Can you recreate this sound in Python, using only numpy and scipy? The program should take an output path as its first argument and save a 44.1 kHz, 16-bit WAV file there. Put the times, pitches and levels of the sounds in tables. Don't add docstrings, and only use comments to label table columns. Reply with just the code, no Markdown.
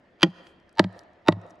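import sys
import numpy as np
from scipy import signal
from scipy.fft import rfft, irfft
from scipy.io import wavfile
from scipy.ndimage import uniform_filter1d

SR = 44100
rng = np.random.default_rng(int(sys.argv[2]) if len(sys.argv) > 2 else 0)


def volts(x):
    e = np.asarray(x, float) / 20
    return 10 ** e


def to_wav(s):
    ch = np.atleast_2d(s).T
    pcm = np.round(np.clip(ch, -1, 1) * 32767)
    wavfile.write(sys.argv[1], SR, pcm.astype(np.int16))


N = 70560

# (frequency [Hz], level [dB per Hz])
AIR_SPECTRUM = [(15, -39), (25, -25), (54, -12.5), (90, -16), (180, -6), (383, -8.5), (438, -11.5),
                (543, -8), (879, -19.5), (2000, -20.5), (3260, -30), (5000, -38), (15000, -71)]
# (frequency [Hz], likeness [-1 to 1])
SIDE_LIKENESS = [(60, 0.93), (180, 0.94), (550, 0.82), (1650, 0.36), (4970, 0.74), (15000, 0.96)]
# (frequency [Hz], width [Hz], boost [dB])
DIFFUSE_MODES = [(340, 45, 0.5), (700, 62, 7), (1800, 270, 5), (3230, 120, 6)]
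# (time [s], level [dB], half length [s])
SLEEVE_SWELLS = [
    (0.478, -78.5, 0.046),
    (0.988, -77.5, 0.031),
    (1.5, -84, 0.025),
]
# (frequency [Hz], level [dB])
CLOTH_SPECTRUM = [(1500, -20), (4000, 8), (8000, 8.5), (12000, 2), (15000, -22)]
# (frequency [Hz], level [dB], decay t60 [s])
TREE_ECHO = [(98.7, -45, .4), (317.7, -46, 1), (660, -32.5, 0.97), (970, -33.5, 0.98), (2020, -40, 0.92),
             (2600, -41, 0.86), (3300, -44.5, 0.96), (5500, -41, 0.35), (11000, -42, 0.49)]
# (time [s], level [dB], pitch [Hz], decay t60 [s])
SPLINTERS = [(0.3031, -56, 4750, 0.0069), (0.468, -50.5, 4680, 0.022), (0.5995, -61, 4650, 0.0099),
             (0.6931, -55, 4930, 0.0067), (0.728, -60, 8000, 0.0074), (.754, -56, 4490, 0.0088),
             (.9274, -63.5, 8000, 0.0091), (.992, -37, 5470, 0.0051), (1.0344, -65, 5912, .01),
             (1.133, -64, 5000, .008), (1.4157, -58, 6000, .014), (1.464, -64, 7000, 0.018),
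             (1.4762, -61.5, 5500, 0.0091), (1.4854, -69, 5030, .01), (1.499, -56.5, 7000, 0.011),
             (1.506, -51, 5860, 0.01), (1.5104, -56, 5500, 0.011), (1.5434, -68, 4860, 0.0098),
             (1.555, -64, 6010, .016), (1.5897, -69, 5070, 0.011)]
# (time [s], crack [dB], log [dB], stump [dB], ground [dB])
CONTACTS_HEARD = [
    (0.2299, 0.5, -7.5, -8.5, -57.5),
    (.262, -44.5, -26, -55.5, -47),
    (0.278, -57.5, -50, -21.5, -45),
    (0.4673, -42, -50, -48, -90.5),
    (0.7938, -2.5, 1.5, -7, -19.5),
    (0.824, -55, -27, -30, -31),
    (0.841, -26, -22, -16, -44.5),
    (1.2832, -4.5, -1.5, -7, -17),
    (1.3218, -26.5, -26.5, -61, -25),
    (1.364, -67, -41.5, -29.5, -60),
]
# (time [s], crack [dB], log [dB], stump [dB], ground [dB])
RETOUCHES = [
    (0.2439, -28, -40.5, -52, -67.5),
    (0.8573, -72.5, -44.5, -22, -61),
    (1.308, -69.5, -33.5, -20, -54),
    (1.38, -70, -64, -38.5, -60),
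]
DEEPER_AT = [.5, 1.1]
# (frequency [Hz], level [dB], decay t60 [s], lag [s])
BLADE_MODES = [
    [(1023, -13.5, 0.043, 0.0012), (1455, -1.5, 0.013, 0.000036), (1888, -10.5, 0.036, .001),
     (2438, -3, 0.008, .002), (3104, -1.5, 0.014, .0024), (3292, -4, 0.015, 0.002226),
     (4650, -9, 0.014, .0004), (6350, -11, 0.0066, .0008)],
    [(1023, -12.5, 0.049, 0.0023), (1230.2, 1, 0.0067, 0.000037), (1610, 2.5, 0.0089, .0025),
     (1939, -10.5, 0.033, 0.002066), (2620, -18, 0.0076, 0.00049), (3744, 1, 0.0064, .0012),
     (4540, 2.5, 0.0069, 0.00031), (7000, -15.5, 0.0067, 0.00058)],
    [(1099, -1, 0.0194, 0.003014), (1253, -7, 0.025, 0.001016), (1930, -8.5, 0.034, .0022),
     (2665, -6.5, 0.0085, 0.001473), (3760, -1.5, 0.007, 0.0015), (4490, -4, 0.0098, 0.00079),
     (5940, -30, 0.019, 0.0016), (7260, -25, 0.00475, 0.006)],
]
# (frequency [Hz], level [dB], decay t60 [s])
LOG_MODES = [
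    [(327.3, 2, 0.077), (540, -11, 0.059), (656, -15, 0.052), (818, -19.5, 0.086)],
    [(327, -2, 0.032), (617, -3, 0.022), (905, -7.5, 0.026)],
    [(322, 4.5, 0.029), (612, -3, 0.033), (674, -15, .04), (898, -3, 0.0207)],
]
# (pitch [Hz]), (decay t60 [s]), (rise [s]), (long tail [dB])
STUMP_PITCH = [175, 185.5, 173.8]
STUMP_DECAY = [0.088, 0.067, 0.064]
STUMP_RISE = [0.0052, 0.004, .003]
STUMP_TAIL = [-20.5, -30.5, -28]
# (frequency [Hz], level [dB])
GROUND_NEIGHBOURS = [(84, -21.5), (122, -17)]
# (length [s]), (level [dB])
CHATTER_LENGTH = [0.0035, 0.0046, 0.0046]
GRIT_LEVEL = [-29, -30.5, -34]
# (frequency [Hz], level [dB])
SNAP_SPECTRUM = [(300, -25), (1200, -0.5), (3000, 2.5), (5000, -10), (7000, -20.5), (10000, -26.5),
                 (13000, -30.5), (16000, -36)]
LEAD_LEVEL = [-28.5, -19.5, -19]
# (frequency [Hz], left over right [dB], phase [rad])
PORT_DIFFERENCE = [(100, 0, 0), (190, .2, 0), (330, -1.4, -.26), (600, -.5, -.22), (1000, -.8, -.2),
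                   (1800, -1.3, -.55), (3500, -1.6, -.65), (5000, -.8, -.5), (9000, .3, -.2)]

AIR_DB = -58.5
NEAR_DB, NEAR_T60, SWELL_S = 13.5, 0.18, 0.15
TRUNK_DB, TRUNK_HZ, TRUNK_S = -59, 514.7, 0.162
EARLIER_S, EARLIER_DB = 0.45, -1
TICK_BODY_HZ, TICK_BODY_DB = 2200, -29
CHATTER_FADE_DB, SNAP_DB, GRIT_T60, BLADE_RISE_S = 3.5, -7, 0.029, 0.0001
SOFT_BELOW_DB, SOFT_HZ = -15, 6000
LOG_LAG_S, LOG_RISE_S, LOG_CREST_S = 0.0032, 0.0015, 0.0053
STUMP_LAG_S, STUMP_TAIL_T60 = 0.0043, 0.37
GROUND_HZ, GROUND_T60, GROUND_RISE_S = 103, 0.23, 0.031
FRAME_S = 512 / 48000
GHOST_DB, GHOST_STEP_DB, GHOST_HZ, GHOST_LOW_DB = -24, -13, 680, -14
LEAD_HZ, LEAD_DB_PER_S, LEAD_S, LEAD_FADE_IN_S = 905, 1249.5, 0.033, 0.01
LEAD_THROB_DB, LEAD_SIDE_HZ, LEAD_SIDE_DB = 3, 748, -11
CEILING, LOW_CUT_HZ, LOW_FLOOR_DB, HIGH_CUT_HZ = 1.2, 87.4, -14.5, 12000


def read(points, hz, column=1):
    p = np.array(points, float)
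    return np.interp(np.log(hz + 1), np.log(p[:, 0] + 1), p[:, column])


def evened(x):
    return x / np.sqrt(np.mean(x ** 2) + 1e-20)


def add(mix, s, sound):
    part = mix[round(s * SR):][:len(sound)]
    part += sound[:len(part)]


def ring(hz, db, t60, lag=0, rise=1e-5, crest=None, size=16000):
    t = np.maximum(np.arange(size) / SR - lag, 0)
    turns = hz * t if crest is None else hz * (t + lag - crest) + 1 / 4
    envelope = volts(db - 60 * t / max(t60, .001)) * (1 - np.exp(-t / rise))
    return envelope * np.sin(2 * np.pi * turns)


def causal(points):
    log_gain = np.log(volts(read(points, abs(np.fft.fftfreq(1024, 1 / SR)))))
    click = np.fft.ifft(np.exp(np.conj(signal.hilbert(log_gain)))).real[:512]
    return click / abs(click).max()


def pair(z, hz):
    a, b, c, d = rng.standard_normal((z.shape[1], z.shape[0], 4)).T
    left, other = a + 1j * b, c + 1j * d
    same = np.clip(read(SIDE_LIKENESS, hz), -1, 1)[:, None]
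    both = np.array([left, same * left + np.sqrt(1 - same ** 2) * other])
    return signal.istft(both * z, nperseg=2 * len(hz) - 2, noverlap=3 * (len(hz) - 1) // 2)[1]


def air():
    hz, frames = np.fft.rfftfreq(1024, 1 / SR), N // 256 + 5
    patches = uniform_filter1d(rng.standard_normal((frames, 513)), 8, 0)
    patches = evened(uniform_filter1d(patches, 6, 1)).T
    rumble_db = 18.1 * (hz < 60)
    level = (read(AIR_SPECTRUM, hz) + rumble_db)[:, None] + 2.3 * patches
    return volts(AIR_DB) * evened(pair(volts(level), hz)[:, :N])


def sleeve():
    hz, t = np.fft.rfftfreq(256, 1 / SR), np.arange(N // 64 + 5) * 64 / SR
    swell = sum(volts(db) * np.exp(-((t - s) / half) ** 2) for s, db, half in SLEEVE_SWELLS)
    return pair(volts(read(CLOTH_SPECTRUM, hz))[:, None] * swell / 10, hz)[:, :N]


def forest(blows):
    hz, t = np.fft.rfftfreq(256, 1 / SR), np.arange(800) * 64 / SR
    t60 = read(TREE_ECHO, hz, column=2)[:, None]
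    late = np.clip(t / SWELL_S, 0, 1) ** 2 * volts(-60 * np.maximum(t - SWELL_S, 0) / t60)
    near = volts(NEAR_DB - 60 * t / NEAR_T60)
    tail = pair(volts(read(TREE_ECHO, hz))[:, None] * (late + near), hz) / 300
    tail = tail + ring(TRUNK_HZ, TRUNK_DB, 0.034, TRUNK_S, 0.0042, size=799 * 64)
    skip = round(EARLIER_S * SR)
    earlier = volts(EARLIER_DB) * blows[round(CONTACTS_HEARD[4][0] * SR):][:skip]
    x = np.concatenate([earlier, blows])
    return signal.fftconvolve(x[None], tail, axes=1)[:, skip:N + skip]


def tick(db, hz, t60):
    fade = volts(-60 * np.arange(600) / SR / max(t60, .001))
    grains = 0.15 * rng.standard_normal(600) ** 3 * fade
    grains[0] = 1
    sliver = ring(hz, 0, .00045, 0, .00003, size=200)
    body = ring(TICK_BODY_HZ, TICK_BODY_DB, 0.0016, 0, .0001, size=200)
    burst = np.convolve(grains, sliver + body)
    return volts(db + 3.0) * burst / abs(burst).max()


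def ground_thud(db):
    modes = [(GROUND_HZ, 0)] + list(GROUND_NEIGHBOURS)
    return sum(ring(hz, db + side, GROUND_T60, STUMP_LAG_S, GROUND_RISE_S) for hz, side in modes)


def stump_thud(k, db):
    hz, rise = STUMP_PITCH[k], STUMP_RISE[k]
    thud = ring(hz, db, STUMP_DECAY[k], STUMP_LAG_S, rise)
    return thud + ring(hz, db + STUMP_TAIL[k], STUMP_TAIL_T60, STUMP_LAG_S, rise)


def log_knock(k, db):
    return volts(db) * sum(ring(*mode, LOG_LAG_S, LOG_RISE_S, LOG_CREST_S) for mode in LOG_MODES[k])


def crack(k, db):
    t, chance = np.arange(4000) / SR, rng.standard_normal((4000, 2)).T
    length = CHATTER_LENGTH[k]
    shape = volts(CHATTER_FADE_DB * t / length) / (1 + (t / length) ** 8)
    chatter = .5 * shape * chance[0] * (abs(chance[1]) > 1.3)
    chatter[0] = 1
    grit = volts(GRIT_LEVEL[k] - 60 * t / GRIT_T60) * chance[1]
    steel = sum(ring(*mode, BLADE_RISE_S) for mode in BLADE_MODES[k])
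    out = steel + signal.fftconvolve(steel, grit)[:len(steel)]
    add(out, 0, volts(SNAP_DB) * signal.fftconvolve(causal(SNAP_SPECTRUM), chatter + grit))
    if db < SOFT_BELOW_DB:
        out = signal.lfilter(*signal.butter(1, SOFT_HZ, fs=SR), out)
    return volts(db) * out / abs(out).max()


def contact(s, crack_db, log_db, stump_db, ground_db):
    k = np.searchsorted(DEEPER_AT, s)
    return crack(k, crack_db) + log_knock(k, log_db) - stump_thud(k, stump_db) + ground_thud(ground_db)


def tone_lead(s, log_db):
    t = np.arange(-LEAD_S, .004, 1 / SR)
    slope = LEAD_DB_PER_S * abs(t) * (1 + 4 * (t > 0))
    throb = LEAD_THROB_DB * np.cos(2 * np.pi * (t - .004) / FRAME_S)
    level = log_db + LEAD_LEVEL[np.searchsorted(DEEPER_AT, s)] - slope + throb
    fade_in = np.minimum((t + LEAD_S) / LEAD_FADE_IN_S, 1)
    tone = np.cos(2 * np.pi * LEAD_HZ * (t - LOG_CREST_S))
    side = volts(LEAD_SIDE_DB) * np.sin(2 * np.pi * LEAD_SIDE_HZ * t)
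    return volts(level) * fade_in * (tone + side)


def leaks(blows):
    hz = np.fft.rfftfreq(N, 1 / SR)
    ghosts = sum(volts(GHOST_DB + k * GHOST_STEP_DB) * np.exp(2j * np.pi * hz * (k + 1) * FRAME_S)
                 for k in range(4))
    colour = volts(GHOST_LOW_DB) + 1 / (1 + (GHOST_HZ / (hz + 1)) ** 4)
    out = irfft(rfft(blows) * ghosts * colour, N)
    for s, _, log_db, *_ in CONTACTS_HEARD:
        add(out, s - LEAD_S, tone_lead(s, log_db))
    return out


def scene():
    blows, ticks = np.zeros(N), np.zeros(N)
    for row in CONTACTS_HEARD:
        add(blows, row[0], contact(*row))
    for s, *row in SPLINTERS:
        add(ticks, s, tick(*row))
    for row in RETOUCHES:
        add(ticks, row[0], contact(*row))
    hz = np.fft.rfftfreq(N, 1 / SR)
    resonances = volts(sum(db / (1 + (2 * (hz - f) / width) ** 2) for f, width, db in DIFFUSE_MODES))
    diffuse = irfft(rfft(forest(blows) + air()) * resonances, N) + sleeve()
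    port = volts(read(PORT_DIFFERENCE, hz) / 2) * np.exp(.5j * read(PORT_DIFFERENCE, hz, column=2))
    direct = rfft(blows + ticks + leaks(blows))
    return irfft(direct * np.array([port, 1 / port]), N) + diffuse


def top_cut(x):
    return signal.sosfilt(signal.butter(12, 16440, fs=SR, output="sos"), x)


def record(dry):
    hz = np.fft.rfftfreq(2 * N, 1 / SR)
    low = np.maximum(1 / np.sqrt(1 + (LOW_CUT_HZ / (hz + 1)) ** 6), volts(LOW_FLOOR_DB))
    band = low / np.sqrt(1 + (hz / HIGH_CUT_HZ) ** 10)
    x = CEILING * np.tanh(np.hstack([dry, dry[:, ::-1]]) / CEILING)
    return top_cut(irfft(rfft(x) * band, 2 * N)[:, :N])


dry = scene()
out = record(dry)
to_wav(out)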